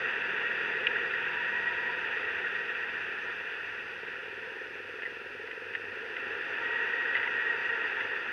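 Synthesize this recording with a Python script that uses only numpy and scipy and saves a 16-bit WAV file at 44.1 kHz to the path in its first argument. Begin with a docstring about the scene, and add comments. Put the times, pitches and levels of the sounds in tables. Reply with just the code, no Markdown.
"""A scooter in slow street traffic, heard from a microphone on its handlebar.
It rolls along, eases off behind a car, then picks up again. Close by, its single cylinder puffs
under a rush of belt, tyres and air; the drive whines under throttle and loose panels knock on bumps.
A motorbike hums alongside at first and draws away, while waiting traffic drones low behind it all."""
import sys
import numpy as np
from scipy import signal
from scipy.fft import rfft, irfft
from scipy.io import wavfile

SR = 44100
rng = np.random.default_rng(int(sys.argv[2]) if len(sys.argv) > 2 else 0)


def to_wav(sig):
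    """Store sig (one row per channel, or 1-D mono) as 16-bit WAV at the path in sys.argv[1].

    Samples outside -1..1 are clipped; the rate is SR.
    """
    pcm = np.clip(np.atleast_2d(sig), -1, 1) * 32767
    pcm = np.round(pcm).astype(np.int16)
    wavfile.write(sys.argv[1], SR, pcm.T)  # frames by channels


N = 366912
T = np.arange(N) / SR

# firing rate of the cylinder: t/s, f/Hz
FIRING_RATE = [(0, 25), (1.0, 26.3), (2.2, 26.6), (2.8, 21), (3.4, 18), (3.9, 17.1), (4.15, 20.4),
               (4.6, 21.3), (5.55, 22.35), (5.9, 23), (6.3, 24), (6.8, 28.8), (7.3, 26), (8.32, 25)]
# how hard the drive works, relative to cruising: t/s, level/dB
EFFORT = [(0, 0.6), (1.1, 0), (1.8, -1.4), (2.3, -1), (3.3, -4.5), (4.3, -8.5), (4.9, -9.5), (5.6, -10),
          (6.1, -6.5), (6.6, -0.9), (7.1, 0), (8.0, -0.1), (8.32, -3)]
# the exhaust at the handlebar: t/s, level/dB
EXHAUST_LEVEL = [(0, -44.5), (.5, -45.3), (.9, -43), (1.35, -48.5), (2.3, -48), (3.7, -51.5), (4.5, -48),
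                 (5.1, -48), (5.6, -49), (6.4, -45.5), (8.32, -47.5)]
# spectral shapes of the silencer, the rush and its top: f/Hz, level/dB
SILENCER_COLOUR = [(80, -37), (200, -21), (240, -10), (295, -13), (360, -3), (440, 3.5), (510, 1.5),
                   (560, -8), (610, -20.5), (900, -36), (2000, -66.5)]
RUSH_COLOUR = [(900, -48), (1120, -18), (1260, -15), (1380, -6), (1550, -4.5), (1760, -1.5), (1900, -1),
               (2000, -10), (2200, -19.5), (2600, -26.5), (4000, -68.5)]
RUSH_TOP_COLOUR = [(1800, -32), (2200, -6.5), (2420, -1.5), (2660, 1), (2880, -7.5), (3080, -14.5),
                   (3450, -16), (3750, -21.5), (4050, -37), (5000, -71.5)]
# spectral shapes of the air's roar, the tyre hiss and the noise floor: f/Hz, level/dB
ROAR_COLOUR = [(25, -35), (50, -23), (85, -9.5), (135, -20.5), (250, -6.5), (450, -2), (620, -1),
               (690, 2.5), (750, -2.5), (830, 4), (870, 0), (950, 6.5), (1090, -4.5), (1500, -21),
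               (4000, -64)]
HISS_COLOUR = [(2500, -15.5), (4150, 3), (4750, 0), (5150, 2), (5550, -3), (5950, -2.5), (6300, -7),
               (6800, -15.5), (7500, -37)]
FLOOR_COLOUR = [(20, -3.5), (6500, 0), (7300, 0.5), (8700, 2.5), (10500, 0.5), (12500, -4.5), (16000, -3.5)]
# resonances of the transmission cover: f/Hz, width/Hz, relative level/dB
COVER_RINGS = [(4690, 500, 0.5), (6010, 690, -7)]
# hum of the motorbike: harmonic number, relative level/dB
BIKE_HARMONICS = [(1, -15.5), (2, -4.5), (3, -10.5), (4, -1), (5, 0.5), (6, -4.5), (9, 5.5)]
# engines waiting in the street: f/Hz, width/Hz, level/dB
DRONE_BANDS = [(60.6, 6, -76.5), (99.5, 7.9, -69.5), (151.5, 14, -73)]
# bouts of drive whine, and of whirr an octave below: t/s, length/s, f/Hz, level before fading/dB
WHINE_BOUTS = [(0.396, 1.1, 1899, -37.5), (1.499, 1.36, 1910, -36.5), (6.601, 1.54, 1903, -33.5),
               (1.104, 1.2, 920, -52), (1.224, .8, 965, -47.5), (6.5, 1.57, 924, -49),
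               (6.658, 1.45, 973, -57)]
# knocks of the body panels: t/s, peak level/dB, centre f/Hz, spread/octaves
PANEL_KNOCKS = [(0.8690, -11.5, 2600, 0.29), (1.137, -23, 1900, .4), (5.0210, -27.5, 2100, .7),
                (5.032, -26, 2000, 0.62), (5.053, -27, 1700, .3), (5.060, -27.5, 1700, 0.33),
                (5.475, -30, 1900, .5), (5.513, -26, 2200, .6), (5.736, -29, 2200, .5),
                (5.7510, -19.5, 1970, 0.55), (6.1663, -23.5, 2150, .4), (7.147, -28, 2870, 0.21),
                (7.1523, -15.5, 1980, .16), (7.167, -19.5, 2300, .6), (7.175, -20, 2150, 0.72),
                (7.197, -23, 2020, 0.37), (7.23, -17.5, 2100, 0.19), (7.275, -18, 2000, .27),
                (8.008, -22, 2050, 0.27)]
# modes of a panel: f/Hz, relative level/dB, t60/s
PANEL_MODES = [(910, -6, .015), (1630, -17, 0.012), (1826, 13, 0.02), (1977, 3.5, 0.039),
               (2573, 12.5, 0.01), (2770, 9, 0.0079), (3450, -9.5, 0.024)]
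# dips in the response of the microphone's housing: f/Hz, width/Hz, depth (0-1)
HOUSING_DIPS = [(595, 45, .45), (1090, 60, .6), (2210, 130, .2), (3110, 120, .25)]


def amp(db):
    """Decibels to gain."""
    return 10 ** (np.asarray(db) / 20)


def unit_rms(x):
    """Scales to an rms of one."""
    return x / np.sqrt(np.mean(x ** 2) + 1e-20)


def curve(rows):
    """A table's points joined by straight lines in time."""
    return np.interp(T, *np.transpose(rows))


def coloured(x, points):
    """Minimum-phase filtering to a spectral shape, rms one."""
    hz, db = np.transpose(points)
    bin_hz = abs(np.fft.fftfreq(8192, 1 / SR)) + 1
    log_gain = np.log(amp(np.interp(np.log(bin_hz), np.log(hz), db)))
    taps = np.fft.ifft(np.exp(np.conj(signal.hilbert(log_gain)))).real
    return unit_rms(signal.oaconvolve(x, taps[:len(taps) // 2])[:N])


def noise():
    """White noise."""
    return rng.standard_normal(N)


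def wander(hz):
    """Random drift up to about hz, rms one."""
    coarse = T[::20]
    rolloff = 1 + (np.fft.rfftfreq(len(coarse), coarse[1]) / hz) ** 4
    spectrum = rfft(rng.standard_normal(len(coarse))) / rolloff
    return unit_rms(np.interp(T, coarse, irfft(spectrum, len(coarse))))


def noise_band(hz, width_hz):
    """A narrow band of noise that follows a pitch."""
    angle = 2 * np.pi * np.cumsum(hz * np.ones(N)) / SR
    return unit_rms(wander(width_hz / 2) * np.cos(angle) + wander(width_hz / 2) * np.sin(angle))


def effort_gain(cruising_db, db_per_db):
    """The gain of a layer that follows the effort of the drive."""
    return amp(cruising_db + db_per_db * curve(EFFORT))


def puff_share(cruising=.3, per_db=.044):
    """How distinct the exhaust puffs are, 0-1: clear near idle, run together under load."""
    return np.clip(cruising - per_db * curve(EFFORT), 0, 1)


def engine_cycles(firing_at_s=5.214):
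    """Cycles counted from one firing; whole numbers are firings."""
    cycles = np.cumsum(curve(FIRING_RATE)) / SR
    return cycles - np.interp(firing_at_s, T, cycles)


def exhaust(cycles, puff_cycles=.13):
    """Behind the microphone, each firing is a thud and a puff in the silencer, over a steady flow."""
    count = np.floor(cycles)
    thuds = np.diff(count, prepend=count[0]) * amp(.6 * wander(20))
    puffs = np.exp(-(cycles % 1) / puff_cycles) * noise()
    firings = unit_rms(unit_rms(thuds) + .25 * unit_rms(puffs))
    distinct = puff_share()
    gas = distinct * firings + np.sqrt(1 - distinct ** 2) * noise()
    return amp(curve(EXHAUST_LEVEL)) * coloured(gas, SILENCER_COLOUR)


def rush(cycles, throb_db=.47, flutter_db=.5, grains_per_s=500, dulling_db_per_s=.17):
    """Belt, tyres and air, close up: a gritty rush in the hollow bodywork, throbbing with each firing."""
    grains = (rng.random(N) < grains_per_s / SR) * rng.choice([-1, 1], N)
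    grains = grains * amp(.5 * np.minimum(rng.exponential(1, N), 4))
    throb = (1 - puff_share()) * np.cos(2 * np.pi * cycles)  # strongest under load
    grit = (noise() + .44 * unit_rms(grains)) * amp(throb_db * throb + flutter_db * wander(31))
    body = effort_gain(-34, .98) * coloured(grit, RUSH_COLOUR)
    top = effort_gain(-38.5, .79) * coloured(grit, RUSH_TOP_COLOUR)
    return body + amp(-dulling_db_per_s * T) * top


def road(gust_db=1, shimmer_db=2, floor_db=-76):
    """Air roars past; below, tyres hiss on damp asphalt and the cover rings, over a faint even hiss."""
    roar = effort_gain(-49, .78) * amp(gust_db * wander(18)) * coloured(noise(), ROAR_COLOUR)
    tyres = effort_gain(-66.6, .17) * coloured(noise(), HISS_COLOUR)
    rings = sum(amp(db + shimmer_db * wander(11)) * noise_band(hz, width)
                for hz, width, db in COVER_RINGS)
    floor = amp(floor_db) * coloured(noise(), FLOOR_COLOUR)
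    return roar + tyres + effort_gain(-70, .65) * rings + floor


def motorbike(start_hz=40.05, rise_hz_per_s=.4, level_db=-56.5, leaves_s=1.5, fade_db_per_s=4):
    """An engine hums alongside, speeding up slightly, then fades into the distance."""
    hz = (start_hz + rise_hz_per_s * T) * (1 + .004 * wander(3.5))
    angle = 2 * np.pi * np.cumsum(hz) / SR
    hum = sum(amp(db + 2.5 * wander(4)) * np.sin(k * angle + 2 * np.pi * rng.random())
              for k, db in BIKE_HARMONICS)
    return amp(level_db - fade_db_per_s * np.maximum(T - leaves_s, 0)) * unit_rms(hum)


def waiting_traffic(blur=.72):
    """Engines waiting in the street drone in the background, each a low tone blurred by noise."""
    return sum(amp(db) * unit_rms(np.sin(2 * np.pi * hz * T) + blur * noise_band(hz, 2 * width))
               for hz, width, db in DRONE_BANDS)


def drive_whine(cycles, attack_s=.08, release_s=.17, fade_db_per_s=4, sag_per_s=.009):
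    """The drive sings under throttle: a thin wavering tone in a rough band, surging with each firing."""
    out = np.zeros(N)
    for start, length, pitch_hz, db in WHINE_BOUTS:
        age = np.maximum(T - start, 0)
        hz = pitch_hz * (1 - sag_per_s * age)
        envelope = np.clip(np.minimum(age / attack_s, 1 + (length - age) / release_s), 0, 1)
        tone = np.sin(2 * np.pi * np.cumsum(hz + 15 * wander(20)) / SR)
        surge = amp(2.5 * np.cos(2 * np.pi * cycles) + 2 * wander(3))
        whine = unit_rms(surge * (tone + noise_band(hz, width_hz=60)))
        out += amp(db - fade_db_per_s * age) * envelope * whine
    return out


def panel_knocks(rebound_s=.002, rebound_db=-4, contact_s=.00044):
    """A loose panel near the microphone strikes, rebounds three times and rings most near one pitch."""
    out = np.zeros(N + SR)
    t = np.arange(SR // 20) / SR
    soft_plastic = signal.butter(8, 3700, fs=SR, output="sos")
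    for start, db, centre_hz, spread in PANEL_KNOCKS:
        knock = np.zeros(len(t))
        for bounce, jitter in enumerate(rng.random(4)):
            age = np.maximum(t - rebound_s * bounce * (.9 + .2 * jitter), 0)
            attack = 1 - np.exp(-age / contact_s)
            for hz, mode_db, t60 in PANEL_MODES:
                weight = amp(mode_db + bounce * rebound_db) / (1 + (np.log2(hz / centre_hz) / spread) ** 2)
                knock += weight * attack * amp(-60 * age / t60) * np.sin(2 * np.pi * hz * age)
        knock = signal.sosfilt(soft_plastic, knock)
        out[round(start * SR):][:len(t)] += amp(db) * knock / abs(knock).max()
    return out[:N]


def scene():
    """The scooter close up and the street around it, in mono from the handlebar."""
    cycles = engine_cycles()
    riding = exhaust(cycles) + rush(cycles) + road()
    street = motorbike() + waiting_traffic()
    return (riding + street + drive_whine(cycles) + panel_knocks())[None]


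def record(dry, low_cut_hz=45, band_limit_hz=15750):
    """The microphone: dips from its housing, a low cut against wind, and a band limit."""
    for hz, width, depth in HOUSING_DIPS:
        dry = dry - depth * signal.lfilter(*signal.iirpeak(hz, hz / width, fs=SR), dry)
    dry = signal.sosfilt(signal.butter(4, low_cut_hz, "high", fs=SR, output="sos"), dry)
    lowpass = signal.firwin(511, band_limit_hz, window=("kaiser", 9), fs=SR)
    return signal.oaconvolve(dry, lowpass[None], "same")


dry = scene()
out = record(dry)
to_wav(out)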